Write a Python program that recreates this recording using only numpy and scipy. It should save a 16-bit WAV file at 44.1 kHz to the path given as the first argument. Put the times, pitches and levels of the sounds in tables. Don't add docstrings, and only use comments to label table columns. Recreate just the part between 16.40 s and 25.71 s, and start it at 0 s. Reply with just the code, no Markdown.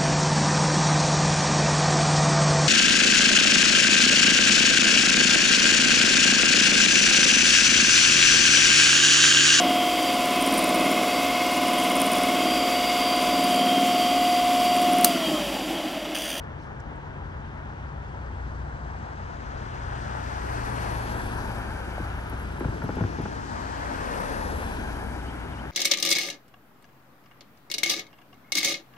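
import sys
import numpy as np
from scipy import signal
from scipy.fft import rfft, irfft, next_fast_len
from scipy.io import wavfile
from scipy.ndimage import map_coordinates

SR = 44100
rng = np.random.default_rng(int(sys.argv[2]) if len(sys.argv) > 2 else 0)


def to_wav(sig):
    pcm = np.clip(np.atleast_2d(sig), -1, 1) * 32767
    pcm = np.round(pcm).astype(np.int16)
    wavfile.write(sys.argv[1], SR, pcm.T)


N = 410571

# (time nearest [s], level re zone [dB], time to roll the kerb distance [s], extra boom [dB])
PASSES = [(4.6, 0.74, 0.67, 1.9), (8.0, 1.62, 0.54, 1)]
# (far traffic level [dB], car at its loudest [dB],
# loudest after nearest [s], spreading loss coming [1 = point source], spreading loss going [same])
ZONES = [(-41.5, -57, 0.17, 4.5, 1.7), (-47, -41.5, 0.11, 1.64, 1.28), (-43.5, -35, -0.24, 1.26, 1.43),
         (-76.5, -55.5, -0.11, 1.194, 1.16), (-91.5, -54, -0.021, 3.74, 1.43)]
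# (frequency [Hz], left [dB per Hz], right [dB per Hz])
ROAR_COLOUR = [(22, 0, 2.5), (36, 0.5, 0), (48, 7, -1), (75, 6, 5.5), (105, 0.5, 1), (141, 4.5, 0.5),
               (181, 4, 2.5), (260, 2.5, 2), (550, -0.5, -1), (756, 1, 0), (910, 3, 3), (1130, -1.5, -1.5),
               (1600, -2, -2.5), (1770, -5, -3), (2070, -11, -9), (3440, -20, -18), (3780, -24, -23),
               (4950, -27.5, -29.5), (6900, -30, -32.5), (6770, -43.5, -33), (7600, -38, -37),
               (8500, -45, -37), (11480, -35, -41.5), (11300, -50.5, -43.5), (12500, -65, -56)]
# (from [Hz], to [Hz])
ZONE_EDGES = [(130, 175), (380, 616), (1800, 2600), (3300, 4570), (6900, 10400), (8600, 9500)]
# (frequency [Hz], sound common to both [share], left leads beyond the bearing [rad])
PORTS = [(30, .99, .05), (130, .97, .25), (280, .9, .5), (500, .8, 1.2), (1500, .7, 0.), (5000, .6, 0.),
         (8600, .55, 0.), (9300, .92, -1.2), (10170, .98, -np.pi), (11400, .97, -5.5),
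         (12500, .99, -2 * np.pi)]
# (time [s], level [dB], left-right [dB])
TREAD_WHINE = [(0, -60, 6), (.7, -60, 6.5), (1.37, -60.5, 8.5), (2.3, -61, 6), (2.9, -57.5, 5),
               (3.5, -56.5, 8), (4, -53, 5), (4.45, -49.5, 7), (4.95, -51, 6), (5.4, -51.5, 4),
               (5.9, -53, 6.5), (6.35, -55.5, 4), (6.7, -53, 5), (7.15, -57, 8), (7.55, -50, 4.5),
               (7.86, -48.5, 6), (8.05, -52.5, 6), (8.25, -48.5, 5.5), (8.7, -53, 4), (9.31, -52.5, 5)]

LEAD_MS = (0.19, 0.4, 0.066)
ECHO_MS = (1.45, 1.08, 1.22)
ECHO_SHARE = (0.025, 0.02, 0.49)
ROAR_PAN_DB = (2.5, 5, 5)
HISS_PAN_DB = (8.5, 11, 6.5)
# [amplitude share], then the band it combs (low
# [Hz], high [Hz]); below, its delay [ms]
COMB_SHARE, COMB_HZ = (.15, .3, .35), (4000., 7000.)
COMB_MS = (1.157, 1.11, 1.18)
COMB_GONE_BEFORE_S, COMB_GONE_HALF_S = .15, .4
SWING_AFTER_S, SWING_S = 0.28, 0.43
LOUDEST_RULES = 1.22

SHUDDER_S, SHUDDER_HALF_S, SHUDDER_DB = 6.54, 0.51, (-40.5, -39.5)
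# (time [s], level before the common drop [dB], brightness [dB per octave])
RAIL_KNOCKS = [(5.598, -25.5, -4), (5.922, -23, -2.5), (6.204, -20, 3), (6.243, -17, 1.2),
               (6.279, -22.5, 1.5), (6.417, -25.5, 5), (6.438, -19, -1.5), (6.487, -20.5, 4),
               (6.566, -20, -3), (6.581, -26, 5), (6.606, -15, 0.5), (6.636, -20, 1.5), (6.784, -20, -1),
               (6.796, -21, 1), (6.851, -22.5, 3)]
# (frequency [Hz], relative level [dB], t60 [s])
TYRE_MODES = [(179, -3, 0.06), (245, -2, 0.052), (335, 4.5, 0.02), (466, -5.5, 0.0276), (650, -14, 0.044),
              (844, -8, 0.026), (1030, -10, 0.012), (1420, -7, 0.012), (1720, -15, 0.0094),
              (2330, -19, .008)]
# (time [s], level before the common gain [dB], frequency [Hz], t60 [s])
WHEEL_THUDS = [(5.628, -16, 75, 0.043), (6.2554, -8, 130, 0.032), (6.288, -12, 111, 0.057),
               (6.438, -14.5, 130, 0.057), (6.487, -16, 108, 0.053), (6.607, -15.5, 105, 0.25),
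               (6.6445, -21, 91, 0.18), (6.8011, -17, 127, 0.035), (6.834, -14, 96, 0.052)]
THUMP_LEAD_MS = 0.13
# (time [s], level before the soft onset [dB], frequency [Hz], t60 [s],
# left-right [dB], left leads [ms])
TYRE_POPS = [(3.7515, -17, 900, .006, 9, .4), (5.581, -17, 700, .009, 2, .1),
             (9.2545, -22, 1250, .005, 3, .1)]
# (time [s], nominal level before the common gain [dB], frequency [Hz], t60 [s],
# left-right [dB])
FLICKED_STONES = [(.4, -49, 5900, 0.011, 18), (.4, -54, 6800, 0.011, 12), (.4, -51, 5000, .011, 12),
                  (.4, -55, 7900, .011, 9), (.4, -57, 9200, .011, 6), (.556, -60, 8000, .011, 10),
                  (.556, -65, 9200, .011, 8), (5.897, -35, 10900, 0.009, -2),
                  (5.897, -40, 9270, 0.0076, -4), (5.995, -42, 10980, 0.011, 0),
                  (6.015, -43, 11000, .01, 0), (6.192, -41, 11020, 0.021, 0), (6.43, -48, 11300, 0.034, 0),
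                  (6.55, -42, 10700, 0.018, 0), (6.811, -47, 10900, .025, 0)]
TICK_SPREAD, TICK_RAGGED = 0.031, .3

# (multiple of the reference pitch, level over the reference [dB])
FIRST_CAR = [(2.8, 126.8, -52), (3.5, 124.2, -42), (3.95, 122, -50), (4.15, 118.9, -39), (5.2, 110, -39.5),
             (5.5, 109.3, -46), (6.2, 101.6, -45)]
FIRST_ORDERS = [(1 / 3, -2.1), (0.99, 0)]
SECOND_CAR = [(7.3, 34.8, -50), (7.8, 33.07, -43), (8.4, 31.2, -43), (9.31, 31.5, -57)]
SECOND_ORDERS = [(1, 1)]
# (time [s], pitch [Hz], level [dB])
SECOND_HUM = [(7.8, 80, -50), (8.1, 79, -36.5), (8.5, 77.9, -49), (8.85, 77, -44)]
# (time [s], reference pitch [Hz], reference level [dB]), then its lines as above
DIESEL = [(0, 60.7, -45.5), (1.2, 60.7, -43), (1.7, 61.65, -39.5), (2.1, 60.6, -37.5), (3.27, 61.3, -44.5),
          (3.99, 61, -35.5), (5.5, 61.1, -38.5), (5.65, 59.66, -35), (7.45, 59.27, -41),
          (7.95, 61.8, -42.5), (8.17, 59.5, -36), (9.0, 59.8, -38.5), (9.31, 59, -41)]
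DIESEL_ORDERS = [(.5, -22), (1, -1), (1.5, -10.5), (2, -15.5)]
UPPER_DRONE = [(0, 87.5, -48), (.9, 87.5, -44), (1.7, 87, -45.5), (2.4, 86.5, -43.5), (3.1, 86, -48),
               (3.8, 85, -45), (4.6, 85, -50), (5.6, 85, -45), (6.6, 86, -53), (7.25, 88, -45.5),
               (7.7, 88, -61), (8.4, 88, -59), (9.31, 88, -48)]
UPPER_ORDERS = [(.6, -9), (1, 0), (1.2, -9), (1.6, -7), (2.4, -13)]
# (time [s], pitch [Hz], level [dB])
HIGH_HUM = [(0, 152.8, -51), (2.4, 152.8, -53), (2.8, 152.8, -58)]

# (middle [s], half length [s], level [dB], low [Hz], high [Hz], left-right [dB])
SWISHES = [(0.23, 0.038, -65.5, 3800, 6200, 5), (0.24, .035, -81, 8300, 11800, 0),
           (0.24, 0.57, -56, 180, 1030, 13), (3.636, 0.44, -52, 1260, 1795, 9),
           (4.55, 0.47, -51, 328.6, 700, -1), (4.03, 0.37, -68, 3100, 6100, -22),
           (7.35, 0.36, -62.5, 3100, 5300, -16), (5.47, 1, -46.5, 1176, 1633, -1),
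           (6.62, 0.32, -64, 4200, 6300, 12.5), (7.22, 0.33, -61, 3800, 7400, 17),
           (7.202, 0.53, -45.5, 238, 286, 2), (5.24, 0.7, -53.5, 364, 567, 0.5),
           (8.63, 0.79, -45.5, 203, 297, 2), (7.9, 0.39, -43, 432, 600, 9.5),
           (7.3, 0.32, -51, 767, 1217, 7), (7.6, 0.32, -53.5, 880, 1050, 7),
           (4.56, 0.22, -60, 2100, 3100, 5), (4.55, 0.36, -62, 4100, 4700, 4),
           (3.74, 0.46, -57.5, 2720, 3620, 4), (7.26, 0.34, -60, 3000, 3660, 7),
           (8.34, 0.27, -45.5, 220, 426, -1), (4.8, 0.37, -48.5, 690, 970, 3)]
SWISH_ALIKE = 0.61
# (start [s], end [s], from [Hz], to [Hz], peak level [dB])
WHISTLES = [(8.538, 8.57, 2600, 3180, -54), (8.809, 8.828, 3900, 3000, -55),
            (8.862, 8.903, 2500, 3170, -52), (9.12, 9.149, 3950, 2750, -52),
            (9.176, 9.207, 2550, 3130, -50.5)]
GLIDE_EASES, LOUDEST_AT = 2.2, .65

LOW_CUT_HZ, CUTOFF_HZ = 26.5, 13000
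STEP = 64
CONTROL_S = np.arange(0, N + STEP, STEP) / SR


def road(flicker_db, air_db, air_share):
    rumble, boom, roar, hiss, sizzle = traffic()
    whine, whine_pan = in_time(TREAD_WHINE)
    lead_ms, echo_ms, echo, roar_pan, hiss_pan = by_bearing(
        LEAD_MS, ECHO_MS, ECHO_SHARE, ROAR_PAN_DB, HISS_PAN_DB)

    echo_band = signal.butter(1, [550., 3400.], "band", fs=SR)
    with_echo = []
    for noise in rng.standard_normal((2, N)):
        reflected = delayed(signal.filtfilt(*echo_band, noise), echo_ms)
        with_echo.append(noise + echo * reflected)
    common, own = with_echo

    size = next_fast_len(N)
    hz = np.arange(size // 2 + 1) * SR / size
    common, late, own = rfft(np.array([common, delayed(common, lead_ms), own]), size)
    fades = [at_hz([(low, 0), (high, 1)], hz)[0] for low, high in ZONE_EDGES]
    share, phase = at_hz(PORTS, hz)
    share = np.clip(share, 0, 1)
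    arriving = late + fades[-1] * (common - late)
    right = share * arriving * np.exp(-1j * phase) + np.sqrt(1 - share ** 2) * own
    pair = np.array([common, right]) * from_db(at_hz(ROAR_COLOUR, hz))

    air = air_share * sizzle + (1 - air_share) * hiss + air_db
    levels = [rumble, boom, roar, whine, hiss, air, sizzle]
    pans = [.5 * roar_pan, 0.59 * roar_pan, roar_pan, whine_pan, hiss_pan, 1.4 * hiss_pan, 0 * roar]
    out = np.zeros((2, N))
    for below, above, level_db, pan_db in zip([1] + fades, fades + [0], levels, pans):
        zone = rms_one(irfft(pair * (below - above), size)[:, :N])
        flicker = flicker_db * drift(15.3)
        out += zone * from_db(level_db + flicker + np.outer([.5, -.5], pan_db))
    out[0] = combed(out[0])
    return out


def traffic():
    levels = []
    for k, (far_db, *car) in enumerate(ZONES):
        levels.append(power_sum(far_db, *cars_db(*car, booming=k == 1)))
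    for k, db in enumerate(SHUDDER_DB):
        levels[k] = power_sum(levels[k], db + swell(SHUDDER_S, SHUDDER_HALF_S))
    return every_sample(levels)


def cars_db(near_db, after_s, coming, going, booming=False):
    levels = []
    for nearest_s, db, kerb_s, boom_db in PASSES:
        since_loudest = CONTROL_S - nearest_s - after_s
        spreading = np.where(since_loudest < 0, coming, going)
        loss_db = spreading * 10 * np.log10(1 + (since_loudest / kerb_s) ** 2)
        levels.append(near_db + db + booming * boom_db - loss_db)
    return levels


def by_bearing(*quantities):
    far_db, *car = ZONES[2]
    weights = [from_db(2 * LOUDEST_RULES * (db - far_db)) for db in cars_db(*car)]
    gone = [.5 + .5 * np.tanh((CONTROL_S - s - SWING_AFTER_S) / SWING_S) for s, *_ in PASSES]
    curves = []
    for far, coming, going in quantities:
        from_cars = sum(w * (coming + (going - coming) * g) for w, g in zip(weights, gone))
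        curves.append((far + from_cars) / (1 + sum(weights)))
    return every_sample(curves)


def combed(left):
    share, comb_ms = by_bearing(COMB_SHARE, COMB_MS)
    closeness = sum(from_db(swell(s - COMB_GONE_BEFORE_S, COMB_GONE_HALF_S)) for s, *_ in PASSES)
    close, = every_sample([closeness])
    band = signal.sosfiltfilt(signal.butter(2, COMB_HZ, "band", fs=SR, output="sos"), left)
    return left - share * (1 - close) * delayed(band, comb_ms)


def bumps(knock_drop_db, spread_db, cycles_late, ragged_s):
    out = np.zeros(N)
    shape = (len(RAIL_KNOCKS), len(TYRE_MODES), 3)
    strength = rng.standard_normal(shape)
    wait = rng.random(shape) * [.45, 1, 2]
    for s, db, hz, t60 in WHEEL_THUDS:
        add(out, s, db, hz, t60, swell_s=0.0013, gain=-0.75)
    for (s, knock_db, tilt_db), strengths, waits in zip(RAIL_KNOCKS, strength, wait):
        for (mode_hz, db, ring_s), jolts, lates in zip(TYRE_MODES, strengths, waits):
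            octaves = np.log2(mode_hz / TYRE_MODES[2][0])
            mode_db = knock_db + db + tilt_db * octaves - knock_drop_db
            for jolt, late in zip(jolts, lates):
                level_db = mode_db + spread_db * jolt - 3.6 * late
                at_s = s + cycles_late / mode_hz + ragged_s * late
                add(out, at_s, level_db, mode_hz, ring_s, swell_s=0.44 / mode_hz)
    return out


def pops():
    out = np.zeros((2, N))
    for s, db, hz, t60, pan_db, lead_ms in TYRE_POPS:
        add(out[0], s, db + pan_db / 2, hz, t60, swell_s=.0002)
        add(out[1], s + lead_ms / 1000, db - pan_db / 2, hz, t60, swell_s=.0002)
    return out


def stones():
    out = np.zeros((2, N))
    pitch = rng.standard_normal((len(FLICKED_STONES), 6))
    wait = rng.random((len(FLICKED_STONES), 6))
    for (s, db, hz, t60, pan_db), pitches, waits in zip(FLICKED_STONES, pitch, wait):
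        sides = from_db([[pan_db / 2], [-pan_db / 2]]) / 2
        for ring_hz, late in zip(hz * (1 + TICK_SPREAD * pitches), waits):
            port_phase = at_hz(PORTS, ring_hz)[1] * np.array([[0], [1]])
            add(out, s + TICK_RAGGED * t60 * late, db, ring_hz, t60, swell_s=0.072 * t60,
                gain=sides, phase=port_phase)
    return out


def engine(rows, orders, waver_db, waver_rad):
    hz, level_db = in_time(rows)
    t = np.arange(N) / SR
    turn = 2 * np.pi * np.cumsum(hz) / SR
    inside_s = np.minimum(t - rows[0][0], rows[-1][0] - t)
    heard = np.clip(inside_s / .2 + (rows[0][0] == 0), 0, 1)
    lines = np.zeros(N)
    for multiple, db in orders:
        loudness = from_db(db + waver_db * drift(1.4))
        lines += loudness * np.sin(multiple * turn + waver_rad * drift(3.0))
    return np.sqrt(2) * heard * from_db(level_db) * lines


def swishes():
    out, white = np.zeros((2, N)), rng.standard_normal((2, N))
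    white[1] = SWISH_ALIKE * white[0] + np.sqrt(1 - min(SWISH_ALIKE, 1) ** 2) * white[1]
    for s, half_s, db, low_hz, high_hz, pan_db in SWISHES:
        span = slice(max(int((s - 3 * half_s) * SR), 0), int((s + 3 * half_s) * SR))
        band = signal.butter(3, [low_hz, high_hz], "band", fs=SR, output="sos")
        noise = signal.sosfilt(band, white[:, span])
        gain, = every_sample([from_db(db + swell(s, half_s))])
        out[:, span] += rms_one(noise) * gain[span] * from_db([[pan_db / 2], [-pan_db / 2]])
    return out


def bird():
    out = np.zeros(N)
    for start_s, end_s, from_hz, to_hz, db in WHISTLES:
        way = np.linspace(0, 1, int((end_s - start_s) * SR))
        hz = to_hz + (from_hz - to_hz) * (1 - way) ** GLIDE_EASES
        loud = np.sin(np.interp(way, [0, LOUDEST_AT, 1], [0, np.pi / 2, np.pi]))
        tone = np.sin(2 * np.pi * np.cumsum(hz) / SR)
        start = round(start_s * SR)
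        out[start:start + len(way)] = from_db(db) * np.sqrt(np.abs(loud)) * tone
    return out


def add(out, at_s, level_db, hz, t60, swell_s, gain=1, phase=0):
    start = round(at_s * SR)
    t = np.arange(min(int(t60 * SR), N - start)) / SR
    envelope = from_db(level_db - 60 * t / t60) * (1 - np.exp(-t / swell_s))
    out[..., start:start + len(t)] += gain * envelope * np.sin(2 * np.pi * hz * t - phase)


def delayed(x, ms):
    return map_coordinates(x, [np.arange(N) - ms * SR / 1000], order=3, mode="mirror")


def drift(rate):
    r = np.exp(-80 * np.pi * rate / SR)
    noise = rng.standard_normal(N // 40 + 2002)
    slow = signal.lfilter([1], [1, -2 * r, r * r], noise)[2000:]
    return np.interp(np.arange(N) / 40, np.arange(len(slow)), rms_one(slow))


def swell(middle_s, half_s):
    return np.maximum(-6 * ((CONTROL_S - middle_s) / half_s) ** 2, -90)


def power_sum(*levels_db):
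    return 10 * np.log10(sum(10 ** (db / 10) for db in levels_db))


def every_sample(controls):
    return [np.interp(np.arange(N) / SR, CONTROL_S, c) for c in controls]


def in_time(rows):
    s, *columns = np.transpose(rows)
    return [np.interp(np.arange(N) / SR, s, c) for c in columns]


def at_hz(points, hz):
    knots, *columns = np.transpose(points)
    return [np.interp(np.log(hz + 1), np.log(knots), c) for c in columns]


def rms_one(x):
    return x / np.sqrt(np.mean(x ** 2) + 1e-20)


def from_db(db):
    return 10 ** (np.asarray(db) / 20)


def scene():
    thumps = bumps(knock_drop_db=6, spread_db=3.0, cycles_late=0.62, ragged_s=.0105)
    right_thumps = np.roll(thumps, round(THUMP_LEAD_MS * SR / 1000))
    thump_pair = [thumps, right_thumps] * from_db([[1.2], [-1.2]])
    cars = engine(FIRST_CAR, FIRST_ORDERS, waver_db=1.0, waver_rad=0.76)
    cars += engine(SECOND_CAR, SECOND_ORDERS, waver_db=1.5, waver_rad=.3)
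    cars += engine(SECOND_HUM, [(1, 0)], waver_db=1.0, waver_rad=.3)
    drone = engine(DIESEL, DIESEL_ORDERS, waver_db=0.7, waver_rad=0.5)
    drone += engine(UPPER_DRONE, UPPER_ORDERS, waver_db=2.1, waver_rad=0.78)
    drone += engine(HIGH_HUM, [(1, 0)], waver_db=1.5, waver_rad=.3)
    engines = (drone + cars) * from_db([[.9], [-.9]])
    tyres = road(flicker_db=0.8, air_db=-8.0, air_share=0.24)
    return tyres + thump_pair + pops() + stones() + engines + swishes() + bird()


def record(dry):
    low_cut = signal.cheby2(6, 20, LOW_CUT_HZ, "high", fs=SR, output="sos")
    top_cut = signal.cheby2(20, 70, CUTOFF_HZ, fs=SR, output="sos")
    return signal.sosfilt(top_cut, signal.sosfilt(low_cut, dry))


dry = scene()
out = record(dry)
to_wav(out)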